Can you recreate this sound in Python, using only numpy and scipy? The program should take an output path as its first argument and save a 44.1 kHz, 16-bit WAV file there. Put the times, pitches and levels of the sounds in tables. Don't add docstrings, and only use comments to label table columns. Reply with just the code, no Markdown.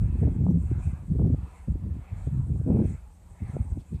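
import sys
import numpy as np
from scipy import signal
from scipy.fft import rfft, irfft
from scipy.io import wavfile
from scipy.ndimage import uniform_filter1d

SR = 44100
rng = np.random.default_rng(int(sys.argv[2]) if len(sys.argv) > 2 else 0)


def wav_record(signal):
    frames = np.transpose(np.atleast_2d(signal))
    bounded = np.clip(frames, -1, 1)
    quanta = np.round(bounded * 32767).astype(np.int16)
    wavfile.write(sys.argv[1], SR, quanta)


def linear_from_db(decibels):
    return 10 ** (np.asarray(decibels, float) / 20)


N = 176400

# time_s, level_db, speed_octaves (re mean)
GUSTS = [(0, -18, -0.7), (.2, -25, -0.067), (.35, -21, -0.19), (.65, -26, -0.1), (.9, -31.5, -0.67),
         (1.07, -36, -0.0035), (1.11, -22.5, -0.085), (1.44, -30.5, -0.38), (1.48, -51, 0.7),
         (1.66, -67, 0.084), (1.68, -29, -0.5), (1.99, -33.5, -0.061), (2.07, -67, 0.0013),
         (2.12, -26.5, -1.15), (2.6, -27, -0.075), (2.95, -28.5, -0.028), (3.0, -44.5, -1.1),
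         (4, -59, -0.5)]
# start_s, peak_db, speed_octaves, length_s
EDDIES = [(0.05, -23.5, 0.62, 0.027), (0.217, -16, 0.82, 0.055), (0.244, -17.5, 1.1, 0.058),
          (0.395, -17.5, 0.97, 0.079), (0.458, -16, 1.1, 0.036), (0.502, -17, 1.4, 0.013),
          (0.544, -15.5, 0.43, 0.024), (0.712, -11, 0.3, 0.0068), (0.759, -16, -0.21, .045),
          (1.108, -16.5, 0.14, 0.012), (1.151, -12.5, 0.19, 0.014), (1.185, -18, 1.15, 0.034),
          (1.231, -14, 0.6, 0.076), (1.329, -13, 0.52, 0.012), (1.679, -20.5, 1, 0.012),
          (1.697, -13.5, -0.76, 0.036), (1.749, -19, 0.53, 0.012), (1.835, -24.5, 0.73, 0.055),
          (1.966, -23, 1.1, 0.0032), (2.266, -18, 0.82, 0.016), (2.317, -23.5, 0.4, 0.096),
          (2.549, -26.5, .9, 0.0083), (2.672, -16, 1.17, 0.1), (2.763, -15.5, 0.83, 0.084),
          (2.849, -17, 0.38, 0.016), (3.415, -23.5, -0.0084, 0.041), (3.542, -26, 0.91, 0.023),
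          (3.595, -17, -0.38, 0.023), (3.716, -13.5, -0.5, 0.013), (3.923, -20, 0.13, 0.042)]
# start_s, peak_db, speed_octaves, length_s
MORE_EDDIES = [(.005, -17, 0.3, 0.043), (0.122, -22.5, 0.087, 0.094), (0.862, -17.5, -0.28, 0.036),
               (0.927, -19, -.4, 0.012), (1.103, -28, .3, 0.021), (1.379, -23, 0.1, 0.013),
               (1.432, -35, -0.37, 0.013), (1.926, -33, -0.5, 0.065), (2.108, -22, -0.56, 0.016),
               (2.453, -27, 0.37, 0.093), (2.495, -21.5, -0.11, 0.048), (2.594, -16.5, 0.2, 0.011),
               (2.91, -20, 0.35, 0.013), (3.248, -35, -0.59, 0.032), (3.313, -35, -0.17, 0.029),
               (3.491, -24, 0.096, 0.016), (3.653, -25.5, -0.26, 0.066), (3.755, -27, 0.04, 0.044)]
# freq_hz, level_db_per_hz
WIND_COLOUR = [(25, -9.5), (60, 8.5), (110, 3), (200, -7), (350, -24), (600, -50.5), (1000, -74.5),
               (3000, -120)]
# start_s, peak_db, pitch_hz
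FLICKS = [(0.232, -25.5, 494), (0.271, -20.5, 418), (.464, -21, 550), (.482, -30, 600), (.504, -34.5, 446),
          (0.568, -41, 347), (1.192, -33.5, 700), (1.217, -29.5, 522), (1.244, -30.5, 504),
          (1.343, -25.5, 390), (2.507, -45, 566), (2.558, -38, 478), (2.612, -28, 297), (2.72, -33, 590),
          (2.80, -40.5, 500), (2.698, -24.5, 434), (2.769, -23.5, 480), (2.854, -24.5, 370),
          (3.565, -17, 378), (3.772, -34, 417)]
# middle_s, peak_db, pitch_hz, half_length_s
WHORLS = [(0.018, -18, 91, 0.019), (.222, -18.5, 150, 0.0038), (.26, -14.5, 105.7, 0.016),
          (.33, -19, 65.7, 0.014), (.495, -11, 177.7, 0.011), (0.513, -15.5, 241, 0.0062),
          (0.577, -23.5, 248, .006), (.562, -15, 169.3, 0.02), (0.658, -19, 82, 0.01),
          (0.722, -16.5, 115, 0.011), (.865, -23, 147, 0.0124), (1.119, -13.5, 179, 0.0028),
          (1.215, -19, 70, 0.016), (1.25, -21, 187.4, 0.012), (1.33, -9.5, 115, 0.0054),
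          (1.44, -22.5, 66.4, 0.0047), (1.688, -21.5, 170, 0.0047), (1.883, -23, 91, 0.0053),
          (1.919, -18.5, 81, .008), (2.129, -20.5, 79, 0.0034), (2.278, -19, 133, 0.0072),
          (2.33, -15, 128, 0.004), (2.39, -19, 128.2, 0.015), (2.455, -21.5, 75.3, 0.017),
          (2.512, -15, 130, 0.0081), (2.643, -15, 84.7, .008), (2.699, -11, 87.6, 0.0057),
          (2.718, -15, 242.6, .006), (2.744, -13, 76.6, 0.0053), (2.802, -13.5, 217, .01),
          (2.832, -20.5, 131, 0.018), (2.855, -13, 188, 0.0027), (3.545, -27.5, 136, 0.0091),
          (3.572, -26.5, 142, 0.0047), (3.775, -23.5, 259, 0.0021), (3.95, -29, 84, 0.022)]
# start_s, length_s, level_db
BUZZES = [
    (0.483, 0.0039, -81.5),
    (0.489, 0.0068, -72),
    (0.508, 0.007, -69),
    (0.545, .006, -79),
    (1.265, .01, -71.5),
    (2.695, 0.0091, -78.5),
    (2.723, 0.0083, -75),
    (2.762, .008, -75),
    (2.78, 0.009, -83.5),
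]
# middle_s, swish_db, tip_hiss_db, swish_half_length_s
BLADE_PASSES = [
    (0.19, -56.5, -71, 0.13),
    (0.815, -56.5, -61.5, 0.12),
    (1.51, -58, -66.5, 0.1),
    (2.188, -57.5, -66, 0.15),
    (2.842, -59.5, -63, 0.1),
    (3.493, -56.5, -67.5, 0.098),
    (4.1, -69, -72, 0.19),
]
# freq_hz, level_db_per_hz
SWISH_COLOUR = [(300, -6), (750, 5), (1900, -3.5), (2620, -0.5), (2800, -13), (4350, -17.5), (4700, -27),
                (6000, -29)]
# freq_hz, level_db_per_hz
HISS_COLOUR = [(3500, -15), (5000, -16.5), (6500, -5.5), (8100, 2.5), (9500, -5.5), (11000, -14.5),
               (13000, -24)]
# time_s, level_db
RUSTLE = [(0.0, -69), (.33, -69.5), (.44, -73), (.56, -70), (.67, -64.5), (.76, -73.5), (1.05, -71.5),
          (1.45, -72), (1.85, -74.5), (2.05, -76), (2.4, -70.5), (2.6, -69), (2.75, -69), (3.15, -72.5),
          (3.4, -68), (3.7, -68), (3.88, -67.5), (4.0, -73)]
# middle_s, level_db
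SNAPS = [
    (3.805, -66.5),
    (3.955, -67),
]
# start_s, length_s, level_db
INSECT_PHRASES = [
    (2.211, 0.13, -75),
    (2.485, 0.34, -78),
    (3.024, 0.25, -78),
    (3.477, 0.042, -66),
    (3.58, 0.15, -68),
    (3.776, .12, -95),
]
# freq_hz, level_db_per_hz
FIELD_COLOUR = [(15, -33.5), (25, 1), (76, 0.5), (125, -25.5), (182, -23.5), (230, -27), (420, -32.5),
                (750, -34.5), (1540, -46), (5000, -56.5)]
# freq_hz, level_db_per_hz
SELF_NOISE_COLOUR = [(3000, -3), (5000, -13), (8000, -2), (11000, -11), (14500, -11.5)]

EDDY_RISE_SHARE, EVEN_SHARE = 0.39, 0.43
LUMP_DB, BAND_LUMP_DB, JAB_OCTAVES = 0.5, 3, 0.19
SWISH_SINK_S_PER_OCTAVE, SWISH_WIDEN_PER_OCTAVE, SWISH_REST_DB = 0.01, 0.31, -72.5
TIP_LAG_S, TIP_S = 0.044, 0.06
GROUND_DELAY_S, GROUND_GAIN = 0.002315, 0.087
HUM_HZ, HUM_WIDTH_HZ, HUM_DB = 180.3, 22, -59.5
DUCK_DB_PER_DB, DUCK_KNEE_DB = 0.07, -30.5


def rms_one(x):
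    return x / np.sqrt(np.mean(x ** 2) + 1e-20)


def in_time(rows):
    time_s, *columns = np.transpose(rows)
    return [np.interp(np.arange(N) / SR, time_s, column) for column in columns]


def coloured(spectrum, size=N):
    freq_hz = np.arange(size // 2 + 1) * SR / size + 1
    at_hz, level_db = np.transpose(spectrum)
    shape_db = np.interp(np.log(freq_hz), np.log(at_hz), level_db,
                         left=level_db[0] - 21.5, right=level_db[-1] - 31)
    return rms_one(irfft(rfft(rng.standard_normal(size)) * linear_from_db(shape_db), size))


def drift(rate_hz):
    pole = np.exp(-2 * np.pi * rate_hz * 40 / SR)
    noise = rng.standard_normal(N // 40 + 2002)
    slow = signal.lfilter([1], [1, -2 * pole, pole * pole], noise)[2000:]
    return np.interp(np.arange(N) / 40, np.arange(len(slow)), rms_one(slow))


def bump(middle_s, rise_s, fall_s):
    t = np.arange(N) / SR - middle_s
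    width_s = np.where(t < 0, max(rise_s, 1e-4), max(fall_s, 1e-4))
    return np.exp(-0.5 * (t / width_s) ** 2)


def gate(start_s, length_s, edge_s):
    t = np.arange(N) / SR - start_s
    return np.clip(np.minimum(t, length_s - t) / edge_s + 0.5, 0, 1)


def split(x, centres_hz):
    freq_hz = np.arange(len(x) // 2 + 1) * SR / len(x) + 1
    place = np.interp(np.log(freq_hz), np.log(centres_hz), np.arange(len(centres_hz)))
    whole = rfft(x)
    bands = []
    for k in range(len(centres_hz)):
        weight = np.cos(np.pi / 2 * np.clip(place - k, -1, 1)) ** 2
        bands.append(irfft(whole * weight, len(x)))
    return bands


def patchy(x, flicker_db, rate_hz):
    bands = split(x, np.geomspace(4000, 13000, 7))
    return sum(linear_from_db(flicker_db * drift(rate_hz)) * band for band in bands)


def evened(x, window, floor):
    return x / (uniform_filter1d(x ** 2, size=window) + floor) ** (EVEN_SHARE / 2)


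def wind():
    level_db, octaves = in_time(GUSTS)
    power = linear_from_db(level_db) ** 2
    pace = power * octaves
    for start_s, peak_db, octave, length_s in EDDIES + MORE_EDDIES:
        rise_s = EDDY_RISE_SHARE * length_s
        lump = (linear_from_db(peak_db - 3.5) * bump(start_s + rise_s, rise_s, length_s - rise_s)) ** 2
        power = power + lump
        pace = pace + lump * octave
    jab = 1.7 * np.tanh(drift(44.6))
    speed = 2 ** (uniform_filter1d(pace / power, size=300) + JAB_OCTAVES * jab)

    centres_hz = np.geomspace(28, 1600, 13)
    at_hz, colour_db = np.transpose(WIND_COLOUR)
    flow, total = 0, 0
    for hz, band in zip(centres_hz, split(coloured([(10, 0), (5000, -27)]), centres_hz)):
        band = evened(rms_one(band), int(3 * SR / hz), 0.025)
        gain = linear_from_db(np.interp(np.log(hz / speed), np.log(at_hz), colour_db)) * np.sqrt(hz)
        flow = flow + gain * linear_from_db(BAND_LUMP_DB * drift(21)) * band
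        total = total + gain ** 2
    flow = evened(flow / np.sqrt(total), 1200, 0.42)
    return np.sqrt(power) * linear_from_db(LUMP_DB * jab) * flow


def flicks():
    t, out = np.arange(N) / SR, 0
    for start_s, peak_db, hz in FLICKS:
        width_s = 0.27 / hz
        swing = np.sin(2 * np.pi * hz * (t - start_s) + rng.uniform(0, 2 * np.pi))
        out = out + linear_from_db(peak_db) * bump(start_s + 0.0028, width_s, width_s) * swing
    return out


def whorls():
    t, out = np.arange(N) / SR, 0
    for middle_s, peak_db, hz, half_s in WHORLS:
        wave = np.sin(2 * np.pi * hz * (t - middle_s) + rng.uniform(0, 2 * np.pi))
        out = out + linear_from_db(peak_db) * bump(middle_s, half_s, half_s) * wave
    return out


def first_push():
    return linear_from_db(-27.5) * bump(0, 0.0035, 0.0035)


def buzz():
    bands = []
    for hz in (5800, 11600):
        sos = signal.butter(3, [hz - 300, hz + 300], "band", fs=SR, output="sos")
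        bands.append(rms_one(signal.sosfilt(sos, rng.standard_normal(N))))
    level = sum(linear_from_db(db) * gate(start_s, length_s, 0.004) for start_s, length_s, db in BUZZES)
    return (bands[0] + linear_from_db(-1.5) * bands[1]) * level


def swish():
    centres_hz = np.geomspace(350, 6000, 20)
    t = np.arange(0, N, 64) / SR
    middle_s, db, _, half_s = np.transpose(BLADE_PASSES)[:, :, None]
    out = 0
    for hz, band in zip(centres_hz, split(coloured(SWISH_COLOUR), centres_hz)):
        octaves_down = np.log2(2000 / hz)
        late_s = t - middle_s - SWISH_SINK_S_PER_OCTAVE * octaves_down
        width_s = half_s * (1 + SWISH_WIDEN_PER_OCTAVE * octaves_down)
        swell = linear_from_db(db) * np.exp(-0.5 * (late_s / width_s) ** 2)
        level = np.interp(np.arange(N) / SR, t, swell.sum(axis=0) + linear_from_db(SWISH_REST_DB))
        out = out + level * linear_from_db(3.2 * drift(5.6)) * band
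    return out


def blades():
    direct = swish()
    return direct + GROUND_GAIN * np.roll(direct, int(GROUND_DELAY_S * SR))


def tip_hiss_and_rustle():
    tip = sum(linear_from_db(db) * bump(s + TIP_LAG_S, TIP_S, TIP_S) for s, _, db, _ in BLADE_PASSES)
    stalks = linear_from_db(in_time(RUSTLE)[0])
    return np.hypot(tip, stalks) * patchy(coloured(HISS_COLOUR), 2.8, 13.0)


def hum():
    low_hz, high_hz = HUM_HZ - HUM_WIDTH_HZ, HUM_HZ + HUM_WIDTH_HZ
    return linear_from_db(HUM_DB) * coloured([(low_hz, -15), (HUM_HZ, 0), (high_hz, -15)])


def insect():
    pitch_hz = 8119 + 3.3 * drift(6.4)
    note = np.sqrt(2) * np.sin(2 * np.pi * np.cumsum(pitch_hz) / SR)
    phrases = sum(linear_from_db(db) * gate(start_s, length_s, 0.01) for start_s, length_s, db in INSECT_PHRASES)
    return note * linear_from_db(2.7 * drift(16)) * phrases


def snaps():
    noise = coloured([(2500, 5), (4000, 5.5), (5700, -1), (7000, -10), (12000, -23)])
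    return noise * sum(linear_from_db(db) * bump(middle_s, 0.012, 0.012) for middle_s, db in SNAPS)


def field():
    return linear_from_db(-41.5 + 2.0 * drift(2.0)) * coloured(FIELD_COLOUR)


def self_noise():
    return linear_from_db(-78) * coloured(SELF_NOISE_COLOUR)


def scene():
    blow = wind() + flicks() + first_push()
    loud_db = 10 * np.log10(uniform_filter1d(blow ** 2, size=5000) + 1e-9)
    duck = linear_from_db(-DUCK_DB_PER_DB * np.maximum(loud_db - DUCK_KNEE_DB, 0))
    turbines = blades() + tip_hiss_and_rustle() + hum()
    background = turbines + insect() + snaps() + field() + self_noise()
    return (blow + whorls() + buzz() + duck * background)[None]


def low_pass(x):
    return signal.sosfilt(signal.butter(12, 14230, fs=SR, output="sos"), x)


def record(dry):
    x = signal.sosfilt(signal.butter(3, 51.2, "high", fs=SR, output="sos"), dry)
    mix = 0.41 * np.tanh(x / 0.58)
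    return low_pass(mix)


dry = scene()
out = record(dry)
wav_record(out)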